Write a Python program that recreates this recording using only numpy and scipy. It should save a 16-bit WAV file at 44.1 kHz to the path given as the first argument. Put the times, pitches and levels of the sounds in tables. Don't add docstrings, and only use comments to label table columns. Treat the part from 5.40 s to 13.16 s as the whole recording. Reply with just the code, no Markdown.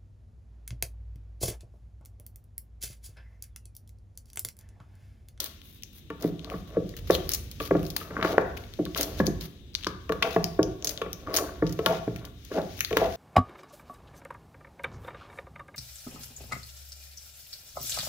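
import sys
import numpy as np
from scipy import signal
from scipy.fft import rfft, irfft
from scipy.io import wavfile
from scipy.ndimage import uniform_filter1d

SR = 44100
rng = np.random.default_rng(int(sys.argv[2]) if len(sys.argv) > 2 else 0)


def ratio_of_db(decibels):
    return 10 ** (np.asarray(decibels, float) / 20)


def transcribe(u):
    v = np.clip(np.atleast_2d(u).T, -1, 1)
    q = np.round(v * 32767).astype(np.int16)
    wavfile.write(sys.argv[1], SR, q)


N = 342216
T = np.arange(N) / SR
SIDES = np.array([[1], [-1]])


def unit(x):
    return x / np.sqrt(np.mean(x ** 2))


def even(x, span_s):
    return x / np.sqrt(uniform_filter1d(x ** 2, int(span_s * SR)) + 1e-12)


def band(x, lo_hz, hi_hz):
    sos = signal.butter(2, [lo_hz, min(hi_hz, .45 * SR)], "band", fs=SR, output="sos")
    return signal.sosfilt(sos, x)


def decay(t, t60_s):
    return np.exp(-np.log(1000) * t / t60_s)


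def on_log(hz, table, column):
    rows = np.array(table)
    return np.interp(np.log(np.maximum(hz, 1)), np.log(rows[:, 0]), rows[:, column])


def over_time(table):
    return np.interp(T, *np.transpose(table))


def add(out, s, y):
    i = int(s * SR)
    out[..., i:i + y.shape[-1]] += y[..., :N - i]


def pair(count, like):
    mid, side = rng.standard_normal((2, count))
    return np.sqrt(like) * mid + np.sqrt(1 - like) * side * SIDES


def pan(db):
    return ratio_of_db(SIDES / 2 * db)


def slips(per_s, spread_db):
    when = rng.random(N) < per_s / SR
    size = ratio_of_db(spread_db * rng.exponential(size=N))
    return unit(when * size * rng.choice([-1, 1], N))


def ring(modes, detune, scatter_db, spot_hz=0, fall_db=0):
    hz, db, t60_s = np.transpose(modes)[:, :, None]
    luck = rng.standard_normal((3, len(modes), 1))
    t = T[:SR // 4]
    if spot_hz:
        db = db - fall_db * np.abs(np.log2(hz / spot_hz))
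    turns = hz * (1 + detune * luck[1]) * t + 0.16 * luck[2]
    level = ratio_of_db(db + scatter_db * luck[0])
    y = np.sum(level * decay(t, t60_s) * np.sin(2 * np.pi * turns), axis=0)
    y = y * (1 - np.exp(-t * hz.mean() / 0.094)) ** 2
    return y / np.abs(y).max()


# frequency in Hz, density in dB per Hz.
AIR = [(18, -33), (30, -19), (95, 2), (239, 13), (461, -7), (844, -41), (1160, -22), (2120, -15),
       (3770, -1.5), (5900, -46), (7670, -19), (14800, -49), (16000, -48.5)]
AIR_DB = -33.5
# time in seconds, level in dB.
GRIP = [(0.0, -46), (1.55, -36), (1.69, -28.5), (2.14, -36), (2.4, -29.5), (2.59, -37.5), (3.05, -33.5),
        (3.5, -39), (3.95, -27.5), (4.08, -40), (5.25, -36), (5.79, -39.5), (6.29, -33.5), (6.46, -40),
        (6.74, -38), (7.02, -40), (7.76, -34.5)]


def air():
    hz = np.fft.rfftfreq(N, 1 / SR)
    wide = np.clip(hz / 670, .2, 1)
    mid, side = rfft(rng.standard_normal((2, N)))
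    colour = ratio_of_db(on_log(hz, AIR, 1) - on_log(hz, PORTS, 1))
    tone = unit(irfft(colour * (hz > 70) * (mid + wide * side * SIDES), N))
    mid, side = band(rng.standard_normal((2, N)), 45, 91.6)
    rumble = unit(mid + 0.19 * side * SIDES)
    return ratio_of_db(AIR_DB) * tone + ratio_of_db(over_time(GRIP)) * rumble


# centre in Hz, t60 in seconds, level in dB, likeness left to right 0..1.
GARAGE = [(144.6, 0.59, -28, 0.94), (298, 0.84, -43.5, 0.93), (646, 0.43, -39.5, 0.87),
          (1112, 0.62, -39, 0.061), (2050, 0.66, -44, 0.18), (3400, 0.56, -42.5, 0.049),
          (6000, 0.062, -30, 0.04), (11700, 0.34, -35.5, 0.05)]


def garage(x):
    t = T[:SR]
    tail = 0
    for hz, t60_s, db, like in GARAGE:
        mid, side = (band(rng.standard_normal(SR), hz / 1.79, hz * 1.358) for _ in range(2))
        ears = np.sqrt((1 + like) / 2) * mid + np.sqrt((1 - like) / 2) * side * SIDES
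        tail = tail + ratio_of_db(db) * ears * decay(t, t60_s)
    tail = tail * np.clip((t - .004) / 0.0013, 0, 1)
    return signal.fftconvolve(x[None], tail, axes=1)[:, :N]


# time in seconds, rustle in dB.
RUSTLE = [(0.0, -53.5), (0.26, -71.5), (1.62, -62), (1.83, -55), (2.07, -59.5), (2.36, -57.5), (3.41, -62),
          (3.74, -54), (4.13, -68), (4.45, -70.5), (5.06, -56.5), (5.25, -63.5), (6.35, -62.5),
          (6.46, -52.5), (6.94, -68.5), (7.13, -57), (7.76, -51)]
RUSTLE_FIZZ_DB = -4.5
# start in seconds, length in ms, crackle in dB, fizz in dB relative.
TUGS = [(0, 87, -53, 8), (.22, 180, -71, 12), (.52, 90, -70, 13.5), (1.27, 40, -63.5, -3),
        (3.0, 28, -58, -7), (5.86, 88, -69, -14), (.79, 114, -57.5, 3), (1.091, 130, -63.5, 0),
        (1.561, 39, -54.5, -1), (1.669, 37, -54, 2), (1.706, 62, -44.5, 6), (1.885, 85, -47.5, 3),
        (2.194, 96, -48.5, 2.5), (2.42, 97, -71, 10), (2.56, 86, -54, -3), (2.563, 8.1, -29.5, 4),
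        (6.775, 35, -62, -12), (2.825, 126, -46, -4), (3.167, 14, -46.5, -1), (3.553, 102, -40.5, 2),
        (3.769, 50, -50, -2), (3.855, 22, -51, 6), (4.0, 75, -52, 2), (4.355, 180, -57, -8),
        (4.823, 160, -49, -4.5), (5.445, 89, -49, 5), (5.929, 75, -37, 3.5), (6.26, 87, -61, -5),
        (6.465, 134, -49, -14), (7.11, 95, -53.5, -8), (7.366, 100, -61, 7), (7.57, 106, -46.5, -11)]
TAPE_HZ, FIZZ_DB_PER_OCTAVE = 4130, 34
# start in seconds, length in ms, level in dB, low edge in Hz, high edge in Hz.
SQUEAL = (1.712, 46, -38, 3453, 4202)


def peel():
    snap_tail = np.exp(-1 / (0.0023 * SR))
    snaps = even(signal.lfilter([1], [1, -snap_tail], np.abs(slips(330, 1.2))), 0.032)
    crackle = pair(N, 0.53)
    fizz = unit(band(pair(N, 0.53), 9200, 16700))
    drift = uniform_filter1d(rng.standard_normal((2, N)), int(.05 * SR))
    flicker = ratio_of_db(1.8 * unit(drift))
    rustle = flicker[0] * unit(band(crackle, 1590, 8200))
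    rustle = rustle + flicker[1] * ratio_of_db(RUSTLE_FIZZ_DB) * fizz
    out = ratio_of_db(over_time(RUSTLE)) * rustle
    for s, ms, db, fizz_db in TUGS:
        hz = TAPE_HZ * 2 ** (fizz_db / FIZZ_DB_PER_OCTAVE)
        span = slice(int(s * SR), int((s + ms / 1000) * SR))
        tape = unit(band(crackle[:, span], hz / 1.6, hz * 1.11))
        tape = tape + 3.7 * unit(band(crackle[:, span], 850, 5800))
        pull = signal.windows.tukey(tape.shape[1], .4) * (0.35 + 0.8 * snaps[span])
        add(out, s, ratio_of_db(db) * pull * (unit(tape) + ratio_of_db(fizz_db) * fizz[:, span]))
    s, ms, db, lo_hz, hi_hz = SQUEAL
    squeal = unit(band(crackle[:, :int(ms / 1000 * SR)], lo_hz, hi_hz))
    add(out, s, ratio_of_db(db) * signal.windows.tukey(squeal.shape[1], .5) * squeal)
    return out


# start in seconds, peak in dB, snap in Hz, left minus right in dB.
STRANDS = [(0.0024, -24.5, 4130, -18), (0.824, -37, 3850, -3), (1.5664, -37, 2460, 4),
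           (1.707, -26.5, 3630, 11), (1.918, -22, 6000, -2), (1.936, -20, 6540, 8), (1.947, -21.5, 6400, 7),
           (2.1141, -37.5, 3400, -16.5), (2.4653, -39, 4700, 22), (2.5027, -33.5, 4030, 19),
           (3.1728, -43.5, 2340, 33), (3.5755, -25.5, 4660, 11), (3.6099, -17, 6540, 4),
           (3.6302, -21.5, 5260, -21), (4.6932, -48, 2550, 43), (5.4458, -22, 5800, -8),
           (5.4926, -26.5, 5730, 23.5), (6.325, -36.5, 5730, 1), (6.8515, -39.5, 3730, 13),
           (7.0493, -43, 3870, 4)]
# start in seconds, peak in dB, snap in Hz, left minus right in dB.
POPS = [(0.0586, -29, 4380, -6), (1.75, -14.5, 3480, -3), (2.9204, -40, 2460, -24),
        (3.5912, -26, 3120, -11), (3.7914, -33.5, 4500, 16), (3.8672, -19.5, 5860, 8),
        (4.0098, -26.5, 4400, -0.5), (4.7218, -26.5, 3370, 5), (5.4255, -49, 5500, 10),
        (5.9697, -7.5, 6400, -4.5), (6.2941, -32, 5770, 5), (6.39, -34, 3000, 8), (6.461, -13, 3320, 7.5),
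        (6.761, -31.5, 2050, 3), (7.5068, -34, 2270, 9), (7.5696, -10.5, 2970, 0.5)]
# start in seconds, peak in dB, snap in Hz, left minus right in dB.
PICKS = [(0.702, -31, 2560, -1), (2.2009, -24.5, 2730, 0), (2.8125, -35, 3000, -2),
         (2.8272, -21.5, 3030, 5), (2.8477, -26, 3140, -13), (3.2375, -40, 3030, 6),
         (4.4684, -16, 4400, 3.5), (4.8251, -11, 2780, -0.5), (5.472, -9, 6000, -3.5),
         (5.6168, -22, 2600, -2), (6.2665, -29.5, 3970, 9), (7.4065, -15.5, 2230, -2),
         (7.528, -24, 2600, 0)]
STRAND_FIZZ_DB, POP_FIZZ_DB, PICK_FIZZ_DB = 1.5, -11.5, -32.5


def ticks():
    out, t = np.zeros((2, N)), T[:1024]
    shape = (1 - np.exp(-t / 0.0008)) * (np.exp(-t / 0.00017) + 0.049 * np.exp(-t / 0.0037))
    for rows, fizz_db in (STRANDS, STRAND_FIZZ_DB), (POPS, POP_FIZZ_DB), (PICKS, PICK_FIZZ_DB):
        for s, db, hz, pan_db in rows:
            snap = unit(band(shape * pair(len(t), 0.77), hz / 1.395, hz * 1.283))
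            snap = snap + 0.36 * unit(band(shape * pair(len(t), 0.45), 1200, 12500))
            snap = snap / np.abs(snap).max() * pan(pan_db - 2.5)
            fizz = band(shape * pair(len(t), 0.49), 5300, 17600)
            fizz = fizz / np.abs(fizz).max()
            add(out, s, ratio_of_db(db) * (snap + ratio_of_db(fizz_db + 11) * fizz))
    return out


# start in seconds, peak in dB, pitch in Hz, fizz in dB relative, left minus right in dB.
CRACKS = [(0.0428, -28, 4200, 6.5, 3.5), (0.2169, -41, 3350, -13, 11), (0.2564, -47, 3320, -1, -3),
          (0.4237, -42, 3430, 1, 8), (0.4344, -30, 5700, -4, 14), (0.9939, -38, 3300, -33, 17),
          (1.0458, -34, 4020, -11, 11), (1.1004, -30, 2500, -14, 5), (1.4925, -35.5, 4600, -7, 8.5),
          (1.8921, -20, 5130, 3, 13), (2.3694, -41, 3120, -9, 12), (2.394, -38, 3560, -8, 1),
          (2.4303, -36, 3070, -4, 9.0), (2.4526, -34, 4590, -9, 4), (3.3379, -34, 3900, -10, 11.5),
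          (3.4536, -27, 3780, -10, 2), (3.5479, -22.5, 3200, -27, 8.5), (4.3354, -49, 4550, -21, 16.5),
          (4.343, -35, 4310, -15, -2), (4.3512, -16, 4230, -26, 15.5), (4.4284, -41, 3770, -27, 17),
          (4.436, -31, 3350, -19, 11), (4.4458, -24.5, 3680, -27, 13.5), (5.0423, -13, 5180, -11, 7.5),
          (5.23, -18.5, 5800, -14, 8.5), (5.4245, -29, 6420, -23, 11), (5.576, -23, 3400, -31, 4),
          (5.7308, -26.5, 5970, -1, 11), (5.872, -42, 3120, -19, 11), (5.905, -48, 2930, -10, 16),
          (5.9419, -18, 4780, -20, 7), (5.9648, -16, 6400, 1, 12), (6.275, -34, 6100, -19, 6),
          (7.2173, -34, 3720, -15, 3), (7.3703, -42, 3110, -3, 5), (7.379, -40, 6200, -2, 6),
          (7.392, -31, 2720, -3, 6), (7.4067, -16, 6400, -1.5, 12), (7.4483, -15, 4250, -13, 4.5),
          (7.7247, -33, 2920, -13, 5)]
CRACK_S, CRACK_TAIL_S, CRACK_TAIL_DB = 0.00034, 0.0025, -15


def cracks():
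    out, t = np.zeros((2, N)), T[:1024]
    burst = np.exp(-(t / CRACK_S - 2) ** 2)
    tail = ratio_of_db(CRACK_TAIL_DB) * (1 - np.exp(-t / CRACK_S)) * np.exp(-t / CRACK_TAIL_S)
    for s, db, hz, fizz_db, pan_db in CRACKS:
        wide = unit(band(pair(len(t), 0.51), hz / 2.36, 8040))
        tone = np.sin(2 * np.pi * (hz * t + rng.random()))
        snap = burst * (tone + .3 * wide) + tail * wide
        fizz = (burst + tail) * unit(band(pair(len(t), .45), 8700, 17000))
        crack = snap * pan(pan_db - 6) + ratio_of_db(fizz_db + 3.5) * fizz
        add(out, s - CRACK_S, ratio_of_db(db - 0.5) * crack)
    return out


# frequency in Hz, level in dB, t60 in seconds.
CLACK = [(903, -11.5, 0.15), (1127.6, 6.5, 0.037), (1170, -1.5, 0.037), (1362, -4.5, 0.067),
         (1504, 17.5, 0.0076), (1687, 3, 0.03), (1945, 4.5, 0.017), (2275, 2.5, 0.014)]
# start in seconds, peak in dB, pitch in Hz.
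CATCHES = [(1.074, -29, 1170), (1.1164, -28, 1130), (1.1355, -37, 1160), (1.3374, -50, 1250),
           (1.358, -30.5, 1140), (1.5259, -52, 2140), (1.5379, -34, 2040), (1.5648, -42, 2130),
           (2.6125, -29, 1180), (2.7327, -35, 1390), (2.794, -17, 1170), (3.5592, -21, 1340),
           (3.6296, -29, 1600), (4.467, -14, 1140), (4.6939, -21, 1100), (5.617, -22, 1140),
           (5.872, -23.5, 1160), (5.927, -32, 1090), (5.9858, -7.5, 1430), (6.0056, -32, 1140),
           (6.0398, -28, 1150), (6.0714, -32, 1590), (6.0906, -25, 1190), (7.1314, -28, 1360),
           (7.57, -12, 1160)]
CATCH_RISE_S, CATCH_T60_S = .0012, .09


def catches():
    out, t = np.zeros(N), T[:SR // 4]
    touch = (1 - np.exp(-t / CATCH_RISE_S)) ** 2 * decay(t, CATCH_T60_S)
    for s, db, hz in CATCHES:
        add(out, s, ratio_of_db(db - 1) * touch * ring(CLACK, 0.037, 2.5, spot_hz=hz, fall_db=26))
    return out


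# frequency in Hz, level in dB, t60 in seconds.
BOOM = [(114, -5, .13), (165, -4, .11), (183, -1, .11), (220, -5, .09), (287, 1, .1)]
# frequency in Hz, level in dB, t60 in seconds.
DRUM = [(306, 1, 0.096), (371.8, -2, 0.093), (407.3, -8, 0.11), (443, 4.5, 0.054), (503.3, 9.5, 0.029),
        (558, -11, 0.062), (653.5, 3.5, 0.059), (728, -20.5, 0.62)]
# firmest touch in seconds, drum in dB, clack in dB relative,
# landing in seconds, lifting in seconds.
STROKES = [(0.005, -38, -5, 0.013, 0.16), (0.831, -29, -14, 0.05, 0.11), (1.125, -30.5, -14, 0.17, 0.079),
           (1.368, -33, -11.5, 0.14, 0.015), (2.946, -21, -23, 0.36, 0.029), (3.599, -27, -20, 0.091, 0.43),
           (5.438, -36, -13, 0.056, 0.82), (5.881, -31, -7.5, 0.018, 0.46), (6.002, -23.5, -42, 0.2, 0.16),
           (6.869, -39.5, -2, 0.14, 0.019), (7.185, -12, -21, 0.084, 0.056)]
# firmest touch in seconds, drum in dB,
# clack in dB relative, landing in seconds, lifting in seconds.
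EDGE_STROKES = [
    (2.86, -32.5, 1, 0.22, 0.11),
    (4.864, -17, -13, 0.078, 0.093),
    (6.52, -13.5, -23, 0.12, 0.067),
    (7.635, -11.5, -23, 0.12, 0.09),
]
EDGE_HZ, STROKE_BOOM_DB = 660, -16.5
LIGHT_DB, CLACK_STAYS = 34, 0.34


def drag():
    def rub(clicks, response, span_s):
        return even(signal.fftconvolve(clicks, response)[:N], span_s)

    rattle = slips(400, 0.52)
    drum = rub(rattle, ring(DRUM, 0, 0), 0.12)
    clack = rub(slips(160, 2.5), ring(CLACK, 0, 0, spot_hz=1220, fall_db=10.5), 0.041)
    boom = rub(slips(370, 0.6), ring(BOOM, 0, 0, spot_hz=183, fall_db=9), 0.13)
    edge = rub(rattle, ring(DRUM, 0, 0, spot_hz=EDGE_HZ, fall_db=21), 0.051)
    out = np.zeros(N)
    for strokes, lid in (STROKES, drum), (EDGE_STROKES, edge):
        lid = lid + ratio_of_db(STROKE_BOOM_DB) * boom
        for firm_s, drum_db, clack_db, landing_s, lifting_s in strokes:
            start_s, end_s = firm_s - landing_s, firm_s + lifting_s
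            fade_db = np.interp(T, [start_s, firm_s, end_s], [LIGHT_DB, 0, LIGHT_DB])
            touch = np.clip(np.minimum(T - start_s, end_s - T) / 0.0042, 0, 1)
            grains = ratio_of_db(clack_db + CLACK_STAYS * fade_db) * clack
            out += touch * ratio_of_db(drum_db - 11 - fade_db) * (lid + grains)
    return out


# start in seconds, peak in dB, clack in dB relative, contact in ms.
MIDDLE_BLOWS = [(0.841, -21.5, -14, 29), (1.138, -33.5, -7, 30), (1.368, -19, -21.5, 34),
                (2.308, -16.5, -9.5, 15), (2.35, -14.5, -20, 20), (2.811, -42, 9, 6.3),
                (2.824, -32.5, 11.5, 25), (3.389, -21, -19.5, 47), (3.8, -13.5, -9.5, 15),
                (3.876, -22.5, -26, 45), (4.467, -29.5, 2, 7.7), (5.19, -14, -10.5, 38),
                (6.222, -18, -14, 30), (6.677, -22.5, -19, 13)]
# start in seconds, peak in dB, clack in dB relative, contact in ms.
RIM_BLOWS = [(0.702, -38, 4, 25), (1.046, -51, 5, 10), (1.7, -12.5, -5.5, 18), (2.202, -25, -8, 35),
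             (2.611, -41, 6, 31), (2.704, -35.5, 1.5, 43), (2.766, -34, 4, 7.3), (2.785, -29.5, -25, 27),
             (2.846, -24, 5.5, 14), (2.98, -10.5, -7.5, 4.2), (3.462, -45.5, 8, 17), (3.558, -40, 7, 23),
             (4.695, -23.5, -4.5, 33), (4.72, -28, 1, 14), (4.823, -30, 8.5, 15), (4.962, -13, -10.5, 11),
             (5.615, -28.5, 2, 21), (5.661, -31.5, -4.5, 16), (5.864, -41, 1, 45), (6.389, -25, -2, 39),
             (6.46, -19, 6, 23.6), (7.114, -26.5, -12, 55), (7.509, -25, -2, 53), (7.527, -27.5, -8, 25),
             (7.568, -20.5, 2.5, 15)]
MIDDLE_HZ, MIDDLE_BOOM_DB = 348, -10
RIM_HZ, RIM_BOOM_DB = 476, -16
USUAL_BLOW_DB = -21
BOOM_LAG = 0.41
BOOM_SPOT = 2.92
HARD_DB_PER_OCTAVE = 40


def knocks():
    out, t = np.zeros(N), T[:SR // 4]
    spots = (MIDDLE_BLOWS, MIDDLE_HZ, MIDDLE_BOOM_DB), (RIM_BLOWS, RIM_HZ, RIM_BOOM_DB)
    for blows, spot_hz, spot_boom_db in spots:
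        for s, db, clack_db, contact_ms in blows:
            harder_db = db - USUAL_BLOW_DB
            boom_db = spot_boom_db - BOOM_LAG * harder_db
            hz = spot_hz * 2 ** (np.clip(harder_db, -4, 9) / HARD_DB_PER_OCTAVE)
            hold_s = np.clip(contact_ms, 5, 40) / 1000
            rise = 1 - np.exp(-t / (0.08 * hold_s))
            finger = .28 + .72 / (1 + (t / hold_s) ** 4)
            lid = ring(DRUM, 0.018, 2.55, spot_hz=hz, fall_db=10.5)
            lid = lid + ratio_of_db(clack_db + 4.5) * ring(CLACK, .02, 2.5)
            boom = ring(BOOM, 0.013, 3.8, spot_hz=hz / BOOM_SPOT, fall_db=8)
            boom = ratio_of_db(boom_db + 4) * rise * boom
            add(out, s + 0.000887, ratio_of_db(db + 7) * rise * (finger * lid + boom))
    return out


def scene():
    near = peel() + ticks() + cracks() + catches() + drag() + knocks()
    return air() + garage(near.mean(axis=0)) + near


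def top_cut(x):
    return signal.sosfilt(signal.butter(12, 16800, fs=SR, output="sos"), x)


# frequency in Hz, colour in dB, left minus right in dB.
PORTS = [(92.7, -8.5, -1.5), (365, 5.5, -0.5), (810, 1.5, 2.5), (1360, 4, 2.5), (3000, 0.5, 11),
         (6000, 1.5, 7.5), (6560, 3, -2.5), (7750, -11.5, 6.5), (9440, -5.5, 1.5), (11860, -1.5, 0.5),
         (15900, 2, 3.5), (16000, -28, -9), (16800, -70, 5)]
LEFT_LAG_S = 0.000096


def record(dry):
    hz = np.fft.rfftfreq(N, 1 / SR)
    ports = ratio_of_db(on_log(hz, PORTS, 1)) * pan(on_log(hz, PORTS, 2))
    lag = np.exp(-2j * np.pi * hz * LEFT_LAG_S * np.maximum(SIDES, 0))
    mix = irfft(rfft(dry) * ports * lag, N)
    return top_cut(mix)


dry = scene()
out = record(dry)
transcribe(out)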